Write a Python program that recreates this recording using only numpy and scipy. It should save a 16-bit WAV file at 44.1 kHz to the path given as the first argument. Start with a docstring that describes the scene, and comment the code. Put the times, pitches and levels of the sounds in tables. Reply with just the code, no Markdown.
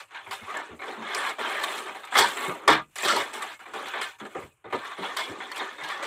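"""Inflated latex balloons rub and snap as hands press and twist them on a small table indoors.
Stick-slip friction of rubber on rubber and skin gives a dense rustle of tiny slips, broken by sudden
larger ones, and excites the resonances of the taut skins and the enclosed air. Latex peels free with
bright snaps, released skin rings briefly, and the cluster and hands bump softly on the table.
The short reverberation of a small room and a faint hum lie behind."""
import sys
import numpy as np
from scipy import signal
from scipy.fft import rfft, irfft, next_fast_len
from scipy.io import wavfile

SR = 44100
rng = np.random.default_rng(int(sys.argv[2]) if len(sys.argv) > 2 else 0)


def transcribe(u):
    """Save the signal u as a 16-bit wav file named by the first command-line argument.

    u: samples, shape (n,) or (channels, n), limited to [-1, 1]; the rate is SR.
    q: integer samples, one column per channel.
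    """
    v = np.clip(np.atleast_2d(u).T, -1, 1)
    q = np.round(v * 32767).astype(np.int16)
    wavfile.write(sys.argv[1], SR, q)


N = 267246

# Frequency zones fed by friction: air in the lobes, wide skins, narrow skins, a dull gap, pinched necks,
# creases, a second gap, dry surface, finest grit (lower edge [Hz], upper edge [Hz])
ZONES = [(250, 480), (750, 1250), (1550, 2200), (2450, 2700), (3100, 4000), (4500, 5400), (6000, 6600),
         (7200, 9000), (11000, 15000)]
# Steady rubbing (time [s], skin level [dB], air re skin [dB], dry treble re skin [dB])
RUBBING = [(0, -38.5, -16, -8.5), (.07, -73.5, -5.5, 0.5), (.147, -45.5, -16, -30), (.29, -56, -3, -4),
           (.47, -47, -12, -10.5), (.56, -48, -28, -5), (.72, -50, 5.5, -19.5), (.79, -72.5, 15, 3.5),
           (.883, -38, -1, -16.5), (.994, -45.5, -4.5, -18.5), (1.128, -31, -21, -19),
           (1.297, -31.5, -11, -12), (1.36, -52.5, -6, -11.5), (1.45, -31.5, -11, -15.5),
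           (1.79, -37, -7.5, -4.5), (1.86, -50.5, 2.5, -5), (2.102, -50, -11.5, -14),
           (2.188, -19, -8.5, 2.5), (2.273, -31, -8.5, -8), (2.369, -44.5, -3.5, -1.5),
           (2.486, -44, 8.5, -8), (2.67, -54.5, 1, -14), (2.731, -20, -9, -12), (2.801, -36.5, -11, -25),
           (2.87, -82, 2, 6.5), (2.951, -70, -18, 4.5), (3.0, -45, -19, -2), (3.11, -29, 2, -5.5),
           (3.323, -46, -8, -10.5), (3.42, -38.5, -11, -14), (3.53, -42, -16, -9), (3.586, -73, -13, 3),
           (3.7, -55.5, 6, -9.5), (4.01, -38.5, -37, -16), (4.08, -43, -41, -3), (4.15, -57, -15, -7),
           (4.181, -77, -9, 4), (4.25, -60, -1, -6), (4.43, -49.5, 4, -9.5), (4.54, -84, 3, 5.5),
           (4.638, -80, 2, -10.5), (4.78, -41, -4, -16), (4.95, -49.5, -17, -13.5), (5.04, -33, -10.5, -18),
           (5.22, -50, 1.5, -7.5), (5.3, -47, 10.5, -17), (5.53, -48.5, -5, -9), (5.595, -33, -14.5, -17),
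           (5.776, -51.5, -3, -10), (5.895, -34.5, -14, -15), (6.06, -42, 2.5, -21)]
# Sudden slips (time [s], skin level [dB], air re skin [dB], dry treble re skin [dB], fade at 1 kHz [s])
SUDDEN_SLIPS = [(0.107, -49.5, -15, -16, 0.083), (.145, -37, -49, -22, 0.078),
                (0.261, -42.5, -16, -49, .06), (0.3084, -34.5, -21, -3, .073),
                (0.475, -39.5, -5, -35, 0.15), (0.54, -34, -5.5, -24, 0.13), (0.791, -43, -4, -35, 0.04),
                (0.816, -38.5, -6.5, -28, .09), (1.02, -39, -2, -22, 0.057), (1.133, -32, -11, -20, 0.02),
                (1.143, -40.5, -1, -2, 0.15), (1.383, -34, -4.5, -15, 0.1), (1.636, -27, -41, 0, 0.018),
                (1.857, -38, -3, -18, 0.096), (1.946, -41.5, -5, -15, .066), (2.033, -39, -13, -17, .043),
                (2.071, -40, -24, -12, 0.035), (2.121, -29.5, -15, -31, 0.17),
                (2.152, -19.5, -8.5, -21, 0.091), (2.207, -47.5, -0.5, 7, 0.16),
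                (2.369, -31.5, -7.5, -14, 0.064), (2.408, -36.5, -3, -7.5, 0.16),
                (2.493, -34, -9, -28, 0.04), (2.623, -49, 7.5, -33, 0.13), (2.6753, -15.5, -2, -14.5, 0.07),
                (2.956, -41.5, -12, 4.5, 0.063), (2.985, -35.5, -16.5, -3, 0.067),
                (3.03, -31.5, -2, -0.5, 0.047), (3.047, -30.5, -4, 0.5, 0.087),
                (3.082, -24, -16, -4, 0.053), (3.157, -29.5, -4, -7, 0.092), (3.331, -40, -2, -3.5, 0.092),
                (3.42, -36.5, -9, -4.5, 0.042), (3.591, -47, -9, -13.5, 0.075),
                (3.654, -44.5, -3.5, -23, 0.083), (3.734, -39, 0, -13, 0.22),
                (3.856, -35.5, -29, -11.5, 0.096), (3.935, -32.5, -6, -24, 0.15),
                (4.012, -34, -14, -4.5, 0.059), (4.184, -58, -6, -2, .05), (4.198, -41.5, -4, -23, 0.059),
                (4.25, -40.5, 1, -19.5, 0.033), (4.348, -38.5, 11, -42, 0.062),
                (4.641, -46.5, 7.5, -38, 0.071), (4.7, -48, -8.5, -19, 0.052),
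                (4.724, -29.5, 5, -23, 0.052), (4.845, -39, -10, -12, 0.064),
                (4.909, -39.5, -15, -16, 0.055), (4.976, -44, 8.5, -30, 0.061),
                (5.1638, -29.5, -18, -6.5, 0.11), (5.277, -41.5, -13, -11, 0.096),
                (5.401, -35.5, -20, -36, 0.099), (5.512, -37.5, -14, -19, 0.037),
                (5.558, -40.5, -25.5, 0, 0.051), (5.601, -33, -1.5, -37, 0.044),
                (5.782, -39.5, -6.5, -34, 0.12), (5.835, -38, -23, -5.5, 0.036),
                (5.898, -31, -42, -13, 0.039), (6.025, -36, -10, -8.5, 0.26)]
# Response of each zone (offset [dB], extra gain on pressing [dB/dB], air share [0-1], treble share [0-1])
ZONE_RESPONSE = [(0, 0.014, 1, 0.07), (2.0, 0.0013, 0.24, 0.03), (-1, -0.03, 0, .05),
                 (-1.5, -0.31, 0, 0.34), (-1.5, .05, 0, 0.36), (-2, 0.08, 0.08, 0.95),
                 (-2, -0.2461, 0.03, 0.61), (1, -0.1141, 0.14, 1), (2.5, -0.1753, 0.03, 1)]
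# Lean of the treble towards the creases and away from the grit (time [s], lean [dB])
TREBLE_LEAN = [(0, 2), (.2, 0), (1.2, 0), (1.55, -3), (1.8, -2), (2.1, -3), (2.24, 6), (2.4, -8.5),
               (2.65, -2), (2.74, 3), (2.95, -2.5), (3.1, 3.5), (3.4, -3), (4.1, 0.5), (4.5, -3),
               (5.1, 0.5), (5.5, 3), (6.06, 2.5)]
# Part each zone takes in that lean (share [dB/dB])
ZONE_LEAN = [-0.14, -0.061, -0.02, -0.33, 0.18, 1, .05, -0.15, -0.72]
# Spectral envelope of the friction (frequency [Hz], gain [dB])
FRICTION_SPECTRUM = [(60, -43), (150, -26.5), (220, -11.5), (400, 0.5), (620, -3), (1100, -1), (1900, -0.5),
                     (2600, 2.5), (3500, 2.5), (4300, -1.5), (5000, 2), (6300, -4.5), (8000, 5),
                     (11000, -8.5), (15000, -11)]
# Normal modes of the skins and the enclosed air (frequency [Hz], bandwidth [Hz], gain [dB])
MODES = [(150, 20, -8), (240, 30, -3), (316, 20, 1), (388, 26, 3), (438, 24, 0), (565, 20, 0),
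         (625, 22, -1), (777, 24, 0), (880, 30, -3), (950, 28, 1), (1040, 30, -1), (1137, 24, 2),
         (1210, 28, 1), (1257, 26, -1), (1375, 35, -1), (1480, 35, -3), (1575, 35, -1), (1655, 28, -1),
         (1750, 24, 1), (1812, 28, 0), (2000, 40, -2), (2165, 30, 0), (2350, 45, -2), (2530, 50, -4),
         (2930, 60, -4), (3150, 70, -3), (3390, 70, 0), (3650, 70, -2), (4130, 60, -5), (4440, 60, -7)]
# Latex peeling free (time [s], relative level [dB], ring frequency [Hz])
PEEL_SNAPS = [(0.312, -32, 3860), (0.571, -24, 7650), (1.148, -12.5, 5020), (1.294, -20, 3900),
              (1.497, -31, 4000), (1.634, -16, 4170), (2.051, -28.5, 8040), (2.1556, -18, 4070),
              (2.188, -1, 4480), (2.4077, -26, 7700), (2.6795, -5.5, 5050), (2.957, -28, 7440),
              (2.9836, -18.5, 7100), (3.023, -17.5, 7500), (3.055, -14, 4330), (3.1636, -11.5, 4330),
              (3.332, -29, 7900), (3.4212, -23, 3960), (3.8845, -23, 3960), (4.016, -23, 5030),
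              (5.1696, -10.5, 4250), (5.517, -21.5, 4370), (5.578, -25, 7700), (5.887, -22, 3940),
              (6.0363, -31, 4100)]
# Cluster and hands meeting the table (time [s], level [dB], pitch [Hz], 60 dB decay time [s])
TABLE_BUMPS = [(0.27, -49, 96, 0.24), (0.422, -37, 91, 0.076), (0.41, -37.5, 225, 0.11),
               (0.701, -43.5, 78, 0.23), (.72, -32.5, 238, 0.11), (0.973, -35.5, 223.3, 0.37),
               (2.18, -39, 45, 0.17), (2.479, -23, 173.4, 0.12), (2.677, -40, 69, 0.32),
               (2.698, -31.5, 148, 0.33), (3.047, -41.5, 121, 0.12), (3.173, -44, 109, 0.19),
               (4.211, -31.5, 214, 0.18), (4.359, -42, 90, 0.2), (4.431, -40.5, 85.6, 0.15),
               (4.652, -46.5, 112, 0.21), (4.73, -41, 103, 0.17), (4.984, -31, 191, 0.19),
               (5.289, -33, 88, 0.096), (5.822, -43.5, 151, 0.17)]
# Spectrum of the background hum (frequency [Hz], relative density [dB])
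HUM_SPECTRUM = [(18, -43), (30, -14), (108, 10.5), (144, 3), (208, -51), (315, -0.5), (492, -29.5),
                (1230, -2), (4910, -42.5), (8280, -13), (15500, -41)]

USUAL_DB = -41.5  # skin level under ordinary pressing


def rustle(zones_db, slips, patchy_db):
    """Stick-slip friction radiates broadband noise; each band comes and goes as contacts shift."""
    out = 0
    for k, (hz, band) in enumerate(narrow_bands()):
        drive = slips[k % 2] * from_db(excitation_db(zones_db, hz) + patchy_db * drift(rate_hz=28.0))
        out = out + signal.sosfilt(band, drive) * np.sqrt(SR / hz)
    return from_db(-6.0) * out


def ringing(zones_db, per_s, wander_db):
    """Resonance: coarser slips excite each mode of skin and air; its strength wanders with the grip."""
    out = 0
    for k, (hz, width, mode_db) in enumerate(MODES):
        slips = with_jolts(tiny_slips(per_s, spread_db=3.0), size=15.0)
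        level_db = excitation_db(zones_db, hz) + mode_db + wander_db * drift(rate_hz=12.3)
        r = np.exp(-np.pi * width / SR)  # pole radius
        resonator = [1 - r * r, 0, r * r - 1], [1, -2 * r * np.cos(2 * np.pi * hz / SR), r * r]
        tone = signal.lfilter(*resonator, slips * from_db(level_db) + 1e-18)
        tone = signal.sosfilt(band_pass(1, hz / 1.3, hz * 1.3), tone)  # each ring stays near its pitch, without a click
        out = out + tone * np.sqrt(SR / width) * (-1) ** k
    return from_db(-23.0) * out


def friction_db():
    """Incoherent sources add in power: steady rubbing plus sudden slips give each zone's level."""
    t = np.arange(N) / SR
    times, *controls = np.transpose(RUBBING)
    power = from_db(2 * zone_levels(*[np.interp(t, times, c) for c in controls]))
    khz = np.mean(ZONES, axis=1, keepdims=True) / 1000
    rise_s, fade_stretch = 0.0015 * khz ** 0.029, khz ** 0.044  # higher zones are slightly slower
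    for start, *controls, fade_s in SUDDEN_SLIPS:
        span = slice(round(start * SR), round((start + 2 * fade_s) * SR))
        age = np.maximum(t[span] - start, 0)
        rise = 1 - np.exp(-age / rise_s)
        fall = from_db(-40 * (age / (fade_s * fade_stretch)) ** 2)
        power[:, span] += from_db(2 * zone_levels(*controls)) * fall * rise
    lean_db = np.interp(t, *np.transpose(TREBLE_LEAN))
    return 10 * np.log10(power) + np.outer(ZONE_LEAN, lean_db)


def zone_levels(skin_db, air_db, treble_db):
    """Gains add in decibels: each zone follows the skin level and takes its share of air and treble."""
    offset_db, press, air, treble = np.transpose(ZONE_RESPONSE)[:, :, None]
    return skin_db + offset_db + press * (skin_db - USUAL_DB) + air * air_db + treble * treble_db


def excitation_db(zones_db, hz):
    """Spectral shaping: the level of a zone, or a blend between two, weighted by the friction spectrum."""
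    place = np.interp(np.log(hz), np.log(np.ravel(ZONES)), np.arange(len(ZONES)).repeat(2))
    low = min(int(place), len(ZONES) - 2)
    blend_db = zones_db[low] + (place - low) * (zones_db[low + 1] - zones_db[low])
    return blend_db + at_hz(FRICTION_SPECTRUM, hz)


def tiny_slips(per_s, spread_db):
    """Shot noise: independent slips form a train of impulses of uneven size and sign, at unit power."""
    sizes = from_db(spread_db * np.minimum(rng.exponential(1, N), 4)) * rng.choice([-1, 1], N)
    return unit_power(sizes * (rng.random(N) < per_s / SR))


def with_jolts(slips, size):
    """Impulsive excitation: each sudden slip opens with one click set among the tiny ones."""
    onsets = np.round((np.array(SUDDEN_SLIPS)[:, 0] + 0.0008) * SR).astype(int)
    jolted = slips.copy()
    jolted[onsets] = size
    return jolted


def snaps(t60_s=0.03):
    """A brief transient has a broad spectrum: peeling latex gives a treble crackle with a short ring."""
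    out, age = np.zeros(N + 2000), np.arange(2000) / SR
    treble = band_pass(2, 3500, 11000)
    for start, level_db, hz in PEEL_SNAPS:
        burst = signal.sosfilt(treble, rng.standard_normal(len(age))) * from_db(-60 * age / t60_s)
        ring = signal.sosfilt(band_pass(1, hz * 0.98, hz * 1.02), burst)
        out[round(start * SR):][:len(age)] += from_db(level_db - 15.0) * (burst + 7.4 * ring)
    return out[:N]


def skin_pops(t60_s=0.04, lag_s=0.0028):
    """Free vibration: skin released by a sudden slip springs back and rings, at a random pitch."""
    out, age = np.zeros(N + 4000), np.arange(4000) / SR
    for start, skin_db, *_ in SUDDEN_SLIPS:
        hz = rng.uniform(985, 1260)
        tone = np.sin(2 * np.pi * hz * age) + 0.5 * np.sin(2 * np.pi * 1.65 * hz * age)
        level_db = skin_db - 1 + 0.38 * (skin_db - USUAL_DB)  # hard slips ring disproportionately
        out[round((start + lag_s) * SR):][:len(age)] += from_db(level_db - 60 * age / t60_s) * tone
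    return signal.sosfilt(signal.butter(2, 400, "high", fs=SR, output="sos"), out[:N])


def bumps(swell_s=0.01):
    """A soft impact excites only low frequencies: a damped tone in a puff of noise from the table."""
    out, age = np.zeros(N + SR // 2), np.arange(SR // 2) / SR
    for start, level_db, hz, t60_s in TABLE_BUMPS:
        noise = rng.standard_normal(len(age))
        puff = unit_power(signal.sosfilt(band_pass(2, hz * 0.89, hz * 2.3), noise))
        tone = np.sin(2 * np.pi * hz * age)
        envelope = (1 - np.exp(-age / swell_s)) ** 2 * from_db(-60 * age / t60_s)
        out[round(start * SR):][:len(age)] += from_db(level_db) * envelope * (tone + 0.8 * puff)
    return out[:N]


def room(x, t60_s=0.088, wall_cut_hz=2600):
    """Reverberation: eighteen echo paths repeat, losing treble to wall absorption on every round."""
    size = next_fast_len(N + SR)
    omega = 2 * np.pi * np.arange(size // 2 + 1) / size  # radians per sample
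    wall = 1 / (1 + 1j * omega * SR / (2 * np.pi * wall_cut_hz))
    response = 0
    for k, delay_s in enumerate(rng.uniform(0.0066, 0.03, size=18)):
        loop = from_db(-60 * delay_s / t60_s) * wall * np.exp(-1j * omega * round(delay_s * SR))
        response = response + loop / (1 - loop) * (-1) ** k
    return irfft(rfft(x, size) * response, size)[:N]


def hum(level_db=-74):
    """Stationary noise, strongest in the bass, forms the faint background of the room."""
    white = rng.standard_normal((2, N))
    bands = (from_db(at_hz(HUM_SPECTRUM, hz)) * signal.sosfilt(band, white[k % 2])
             for k, (hz, band) in enumerate(narrow_bands()))
    return from_db(level_db) * unit_power(sum(bands))


def drift(rate_hz):
    """Slow random modulation of unit spread: coarse noise through a double one-pole low-pass."""
    step = 40  # samples per noise value
    r = np.exp(-2 * np.pi * step * rate_hz / SR)
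    slow = signal.lfilter([1], [1, -2 * r, r * r], rng.standard_normal(N // step + 2002))[2000:]
    return np.interp(np.arange(N) / step, np.arange(len(slow)), unit_power(slow))


def narrow_bands():
    """A quarter-octave filter bank, as pairs of centre frequency and filter."""
    edges = 28 * 2 ** (np.arange(38) / 4)
    return [(np.sqrt(low * high), band_pass(3, low, high)) for low, high in zip(edges, edges[1:])]


def band_pass(order, low_hz, high_hz):
    """A maximally flat band-pass filter."""
    return signal.butter(order, [low_hz, high_hz], "band", fs=SR, output="sos")


def at_hz(spectrum, hz):
    """Interpolate a spectrum on a log-frequency axis."""
    frequencies, levels_db = np.transpose(spectrum)
    return np.interp(np.log(hz), np.log(frequencies), levels_db)


def from_db(db):
    """Decibels to amplitude ratio."""
    return 10 ** (np.asarray(db) / 20)


def unit_power(x):
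    """Scale to a mean square of one."""
    return x / np.sqrt(np.mean(x ** 2) + 1e-20)


def scene():
    """Superposition of the balloons, their reverberation and the hum in one channel."""
    zones_db = friction_db()
    slips = [with_jolts(tiny_slips(per_s=4000, spread_db=3.0), size=3.0) for _ in range(2)]
    rubbing = rustle(zones_db, slips, patchy_db=3.0) + ringing(zones_db, per_s=350, wander_db=4.5)
    balloons = rubbing + snaps() + skin_pops() + bumps()
    return (balloons + from_db(-35) * room(balloons) + hum())[None]


def record(dry):
    """Soft saturation rounds the peaks; a steep low-pass removes the highest treble."""
    ceiling, stop_hz = 0.8, 16432
    rounded = ceiling * np.tanh(dry / ceiling)
    return signal.sosfilt(signal.cheby2(12, 60, stop_hz, fs=SR, output="sos"), rounded)


dry = scene()
out = record(dry)
transcribe(out)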